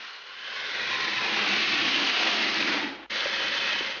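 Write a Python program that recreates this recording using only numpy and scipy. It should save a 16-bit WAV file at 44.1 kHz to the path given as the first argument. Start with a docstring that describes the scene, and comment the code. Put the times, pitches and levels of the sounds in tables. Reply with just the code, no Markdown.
"""A bare brick room, one microphone near a hand-held hopper sprayer, a compressor humming in the distance.
Compressed air blows mortar onto the wall: the jet hisses and sputters, wet grit patters, the hopper
burbles and drones, and the wall's echo sweeps the hiss as the tool is raised.
The spray dies down; an edit cut leaves an instant's gap, then a second shot of steady spraying follows."""
import sys
import numpy as np
from scipy import signal
from scipy.fft import rfft, irfft
from scipy.io import wavfile
from scipy.ndimage import uniform_filter1d, map_coordinates

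SR = 44100
rng = np.random.default_rng(int(sys.argv[2]) if len(sys.argv) > 2 else 0)


def wav_record(signal):
    """Record a signal, one row per channel, as 16-bit PCM in the file named by sys.argv[1]."""
    frames = np.transpose(np.atleast_2d(signal))
    bounded = np.clip(frames, -1, 1)
    # unit amplitude maps onto the largest positive 16-bit level
    quanta = np.round(bounded * 32767).astype(np.int16)
    wavfile.write(sys.argv[1], SR, quanta)


N = 176400

# Faders of the spray, tool raised and tool held: time_s, hiss_db, treble_db, splatter_db, burble_db
RAISED_LEVELS = [(0, -35, -43, -46.5, -55), (0.22, -41.5, -49, -49.5, -67), (0.38, -37.5, -47, -49.5, -56),
                 (0.56, -31.5, -38.5, -38.5, -48), (0.75, -28.5, -36.5, -36, -45),
                 (0.92, -25.5, -33.5, -34.5, -40.5), (1.1, -26.5, -33, -34, -37),
                 (1.42, -22.5, -31, -28.5, -32), (1.62, -21.5, -29, -34, -32.5),
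                 (2.02, -22.5, -29.5, -30.5, -32), (2.18, -23, -29, -30, -35.5),
                 (2.32, -22.5, -28.5, -29, -30), (2.55, -24, -31, -33, -30), (2.74, -23.5, -31, -29, -31.5),
                 (2.86, -30, -41, -34.5, -32.5), (2.96, -41.5, -53, -41.5, -39), (3.06, -46, -67, -44, -43)]
HELD_LEVELS = [(3.1, -29, -34, -37, -37.5), (3.24, -26, -32, -33.5, -42), (3.42, -27, -33.5, -35.5, -38),
               (3.56, -26, -32.5, -35.5, -36.5), (3.78, -25.5, -33, -37.5, -38.5),
               (3.9, -30.5, -37.5, -40, -40), (4.0, -36, -43, -41, -48)]


def undb(db):
    """Decibels to gain."""
    return 10 ** (np.asarray(db) / 20)


def unit(x):
    """Scale to rms 1."""
    return x / np.sqrt(np.mean(x ** 2))


def curve(rows, column=1):
    """One column of a table, joined by straight lines in time."""
    rows = np.array(rows)
    return np.interp(np.arange(N) / SR, rows[:, 0], rows[:, column])


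def colour(x, spectrum):
    """Filter by rows of freq_hz, gain_db; rms 1."""
    hz, db = np.array(spectrum).T
    log_hz = np.log(np.arange(N // 2 + 1) * SR / N + 1)
    gain = undb(np.interp(log_hz, np.log(hz), db, left=-80, right=-80))
    return unit(irfft(rfft(x) * gain, N))


def ring(x, hz, width_hz):
    """A resonance with steep skirts; rms 1."""
    bin_hz = np.arange(N // 2 + 1) * SR / N
    return unit(irfft(rfft(x) / (1 + 1j * (bin_hz - hz) / width_hz) ** 2, N))


def walk(rate_hz):
    """Smooth random wander; rms 1."""
    hold = max(int(SR / rate_hz), 1)
    steps = rng.standard_normal(N)[np.arange(N) // hold]
    return unit(uniform_filter1d(uniform_filter1d(steps, hold), hold))


def turbulence(hz, width_hz):
    """A band of noise around a moving centre; rms 1."""
    phase = 2 * np.pi * np.cumsum(hz) / SR
    return unit(walk(width_hz) * np.cos(phase) + walk(width_hz) * np.sin(phase))


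def site_background():
    """The faint, even noise of the building site."""
    spectrum = [(120, -16.5), (350, -3), (1000, -3.5), (3000, -3), (7000, -24.5)]  # freq_hz, gain_db
    return undb(-62) * colour(rng.standard_normal(N), spectrum)


def compressor(pitch_hz=57.3, level_db=-77):
    """A compressor far from the microphone: one low hum that swells."""
    # Swell of the hum: time_s, gain_db
    swell = [(0, -14), (.5, -3.5), (1.0, 3), (2.2, -1.5), (2.8, 4), (3.6, 10), (4.0, 7)]
    hum = np.sin(2 * np.pi * pitch_hz * np.arange(N) / SR + .4 * walk(8.4))
    return undb(level_db + curve(swell)) * unit(hum)


def room(x, t60_s=.6, wet_db=-8.5):
    """Add a short diffuse tail from the bare walls."""
    t = np.arange(SR // 2) / SR
    tail = rng.standard_normal(len(t)) * np.exp(-np.log(1000) * t / t60_s) * (t > .006)
    wet = signal.fftconvolve(x, tail / np.linalg.norm(tail))[:N]
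    return (x + undb(wet_db) * wet) / np.hypot(1, undb(wet_db))


def reflect(x, echoes):
    """Echoes (lag_ms, strength) reach the microphone just after the direct sound and comb-filter it."""
    late = sum(strength * map_coordinates(x, [np.arange(N) - lag_ms * SR / 1000], order=1, mode="mirror")
               for lag_ms, strength in echoes)
    return (x + late) / np.sqrt(1 + sum(strength ** 2 for _, strength in echoes))


def blast_rumble():
    """The low rumble of the air blast."""
    # Spectrum of the rumble: freq_hz, gain_db
    spectrum = [(25, -24.5), (42, -21), (55, -5.5), (72, -10.5), (95, -7), (128, 1), (160, 1), (220, -23.5)]
    # Its rise and fall: time_s, level_db
    levels = [(0, -90), (.35, -78), (.62, -68.5), (.92, -55.5), (1.1, -59), (1.3, -57), (1.65, -55.5),
              (1.8, -51.5), (2.2, -67), (2.45, -62.5), (2.62, -53.5), (2.85, -60.5), (3.1, -77),
              (3.4, -60.5), (3.7, -63.5), (4.0, -66)]
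    return colour(rng.standard_normal(N), spectrum) * undb(curve(levels))


def hopper_drone(waver_hz=11.9, flutter_db=3.5, roughness=.66):
    """The air in the hopper sounds one wavering, fluttering note that shifts as the mortar sinks."""
    # Course of the note: time_s, pitch_hz, level_db
    course = [(1.2, 330, -62), (1.4, 325, -47), (1.56, 318, -40.5), (1.66, 296, -46.5), (1.85, 298, -41),
              (1.92, 262, -44), (2.02, 282, -38), (2.17, 290, -50.5), (2.52, 305, -48),
              (2.69, 304.5, -36.5), (2.87, 294.3, -36.5), (2.94, 295, -48), (3.06, 295, -63)]
    pitch_hz = curve(course)
    phase = 2 * np.pi * np.cumsum(pitch_hz + waver_hz * walk(110)) / SR
    tone = unit(np.sin(phase) * undb(flutter_db * walk(80)))
    note = unit(tone + roughness * turbulence(pitch_hz, width_hz=220))
    return note * undb(curve(course, 2)) * (np.arange(N) / SR > course[0][0])


def squelch():
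    """Mortar sags in the throat: a narrow band of hiss swoops down and back up."""
    # The swoop: time_s, centre_hz, level_db
    swoop = [(2.62, 2700, -55), (2.66, 2400, -40), (2.695, 1850, -35), (2.715, 1450, -33),
             (2.735, 1700, -35), (2.755, 2200, -40), (2.80, 2600, -48), (2.86, 2600, -70)]
    t = np.arange(N) / SR
    band = turbulence(curve(swoop), width_hz=520)
    return band * undb(curve(swoop, 2)) * (t > swoop[0][0]) * (t < swoop[-1][0])


def spits(decay_s=.007):
    """Short resonant bursts as clots of mortar clear the nozzle."""
    # One clot a row: start_s, pitch_hz, width_hz, peak_db
    clots = [(3.104, 2600, 1820, -29.5), (3.12, 2360, 500, -23.5), (3.204, 3200, 482, -17),
             (3.256, 538, 140, -26), (3.806, 380, 120, -29)]
    t, out = np.arange(N) / SR, 0
    for start_s, pitch_hz, width_hz, peak_db in clots:
        puff = rng.standard_normal(N) * (t >= start_s) * np.exp(-np.abs(t - start_s) / decay_s)
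        burst = ring(puff, pitch_hz, width_hz)
        out = out + undb(peak_db) * burst / np.abs(burst).max()
    return out


def hollow_tones(fade_s=.19):
    """The jet raises tones that come, glide and go as the gap between hopper and wall changes."""
    # Tones of the gap: start_s, end_s, start_hz, end_hz, width_hz, gain_db (on the hiss fader)
    tones = [(0, 0.414, 1345, 1420, 201, -16), (0, 0.659, 1017, 1119, 140, -19),
             (0.037, .3, 4180, 4180, 400, -15.5), (.15, .64, 2867, 3180, 363.3, -11.5),
             (0.388, 0.881, 1620, 1527, 379.5, -14), (0.601, 0.817, 3350, 3550, 400, -14.5),
             (0.599, 1.304, 2067, 1754, 240.1, -15), (.72, 1.099, 4080, 3770, 449, -23),
             (0.759, 1.001, 2510, 2443, 281.3, -11.5), (0.877, 1.326, 1064, 1005, 110, -14),
             (1.02, 1.479, 2656, 2396, 230.3, -13.5), (1.351, 1.8, 2755, 2590, 219.2, -16),
             (1.357, 1.875, 206, 201.2, 36.1, -22.5), (1.8, 2.419, 3100, 2810, 1101, -12),
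             (2.108, 2.4, 700, 691, 109.7, -19.5), (2.254, 2.642, 224.7, 212.4, 49.94, -22.5),
             (2.654, 3.056, 1988, 1896, 340.5, -16), (2.808, 3.06, 874, 845, 99.7, -11)]
    t, out = np.arange(N) / SR, 0
    for start_s, end_s, start_hz, end_hz, width_hz, gain_db in tones:
        fade = np.clip(np.minimum(t - start_s, end_s - t) / fade_s + .5, 0, 1)
        glide_hz = np.interp(t, [start_s, end_s], [start_hz, end_hz])
        out = out + fade * undb(gain_db) * turbulence(glide_hz, width_hz)
    return out * undb(curve(RAISED_LEVELS))


def held_rings(swell_db=2.2, swell_hz=25):
    """Resonances that swell and sink while the tool stays in one place."""
    # Resonances at that spot: pitch_hz, width_hz, gain_db (on the hiss fader)
    resonances = [(560, 50, -18.5), (933, 26, -24), (1366, 110, -21), (1644, 70, -17), (1876, 140, -13),
                  (2120, 120, -15.5), (2510, 60, -16), (2606, 84, -16.5), (3044, 110, -13),
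                  (3190, 50, -20.5), (3456, 40, -20.5)]
    out = 0
    for pitch_hz, width_hz, gain_db in resonances:
        swell = undb(gain_db + swell_db * walk(swell_hz))
        out = out + swell * ring(rng.standard_normal(N), pitch_hz, width_hz)
    return out * undb(curve(HELD_LEVELS))


def gritty_air(grit, grains_per_s=3000, spread_db=3.5):
    """Turbulent air mixed with the ticks of sand grains; grit is their share of the power."""
    hits = rng.random(N) < grains_per_s / SR
    polarity = np.sign(rng.standard_normal(N))
    sizes = undb(spread_db * np.minimum(rng.exponential(size=N), 6))
    grains = unit(hits * polarity * sizes)
    return np.sqrt(1 - grit) * rng.standard_normal(N) + np.sqrt(grit) * grains


def sprayer(levels, echoes, roar=0, sputter_hz=100.5, surge_hz=39.72):
    """The jet sputters as mortar feeds in; mortar splatters on the wall and air burbles in the hopper."""
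    # Spectra of the jet's hiss, its treble, the splatter and the burble: freq_hz, gain_db
    hiss_spectrum = [(700, -41.5), (1050, -4), (1400, -1.5), (1900, 2.5), (2600, 2), (3300, 2),
                     (3900, -4.5), (4700, -24), (6000, -51)]
    treble_spectrum = [(2800, -34.5), (3600, -3.5), (4150, -1.5), (4700, -4.5), (5300, -8.5), (6000, -14.5),
                       (6500, -18.5), (7000, -36)]
    splatter_spectrum = [(220, -35), (380, 0.5), (500, 5), (620, 2), (800, 5.5), (1100, 3), (1400, 2.5),
                         (2200, -12.5)]
    burble_spectrum = [(110, -29), (160, -31), (205, 1), (240, -4.5), (298, -2.5), (340, 3.5), (430, -12),
                       (700, -28.5)]
    feed = undb(.85 * walk(sputter_hz) + .2 * walk(surge_hz))
    hiss = (colour(gritty_air(grit=.28), hiss_spectrum) * undb(-5.5) + roar) * undb(curve(levels, 1))
    treble = colour(gritty_air(grit=.28), treble_spectrum) * undb(curve(levels, 2) - 4)
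    splatter = colour(gritty_air(grit=.68), splatter_spectrum) * undb(curve(levels, 3) - 6)
    burble = colour(gritty_air(grit=.45), burble_spectrum)
    burble *= undb(curve(levels, 4) - 10.5 + .63 * walk(30))
    return feed * (reflect(room(hiss + treble + splatter), echoes) + burble)


def raised_pass():
    """The tool is raised: moving echoes sweep the hiss; the roar climbs, then drops as the flow ends."""
    # Echoes off the wall behind the nozzle and off the hopper's side: time_s, lag_ms, strength
    wall_echo = [(0, 2.15, .1), (.35, 1.95, .15), (.6, 1.9, .22), (1.0, 2.16, .2), (1.3, 2.42, .16),
                 (1.6, 2.68, .28), (1.8, 2.73, .18), (2.1, 3.02, .14), (2.35, 3.2, .1), (2.65, 3.12, .12),
                 (3.05, 2.3, .05)]
    hopper_echo = [(0, .73, 0.095), (.45, 0.64, 0.089), (.8, 0.5, 0.17), (1.2, .5, 0.034),
                   (3.0, 0.4, 0.049)]
    # The jet's roar: time_s, centre_hz
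    roar_centre = [(0, 1500), (.6, 1760), (1.0, 2100), (1.5, 2542), (2.0, 2800), (2.35, 2750), (2.6, 2418),
                   (2.8, 1977), (3.05, 1910)]
    side_wall = (5.2, .11)  # lag_ms, strength
    moving = [(curve(echo, 1), curve(echo, 2)) for echo in (wall_echo, hopper_echo)]
    roar = undb(-12) * turbulence(curve(roar_centre), width_hz=1300)
    spray = sprayer(RAISED_LEVELS, moving + [side_wall], roar)
    return spray + hollow_tones() + hopper_drone() + squelch()


def held_pass():
    """The tool sprays from one position, so its echoes and resonances stay put."""
    # Reflections at that spot: lag_ms, strength
    echoes = [(1.98, 0.094), (2.3, 0.089), (.66, 0.073), (3.5, 0.06)]
    return sprayer(HELD_LEVELS, echoes) + held_rings()


def scene():
    """The raised pass, an edit cut, then the held pass, over a faint hum; mono on both channels."""
    cut_out_s, fade_out_s, cut_in_s, fade_in_s = 3.064, .0027, 3.096, .012
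    t = np.arange(N) / SR
    before_cut = np.clip((cut_out_s - t) / fade_out_s + .5, 0, 1)
    after_cut = np.clip((t - cut_in_s) / fade_in_s, 0, 1)
    hum = compressor()
    rumble = (before_cut + after_cut) * blast_rumble()
    spray = before_cut * raised_pass() + after_cut * held_pass()
    mono = site_background() + hum + rumble + spits() + spray
    return np.array([mono, mono])


def record(dry, top_hz=6950):
    """The microphone feeds a narrow-band recorder that cuts the top steeply."""
    return signal.sosfilt(signal.ellip(12, .2, 80, top_hz, fs=SR, output="sos"), dry)


dry = scene()
out = record(dry)
wav_record(out)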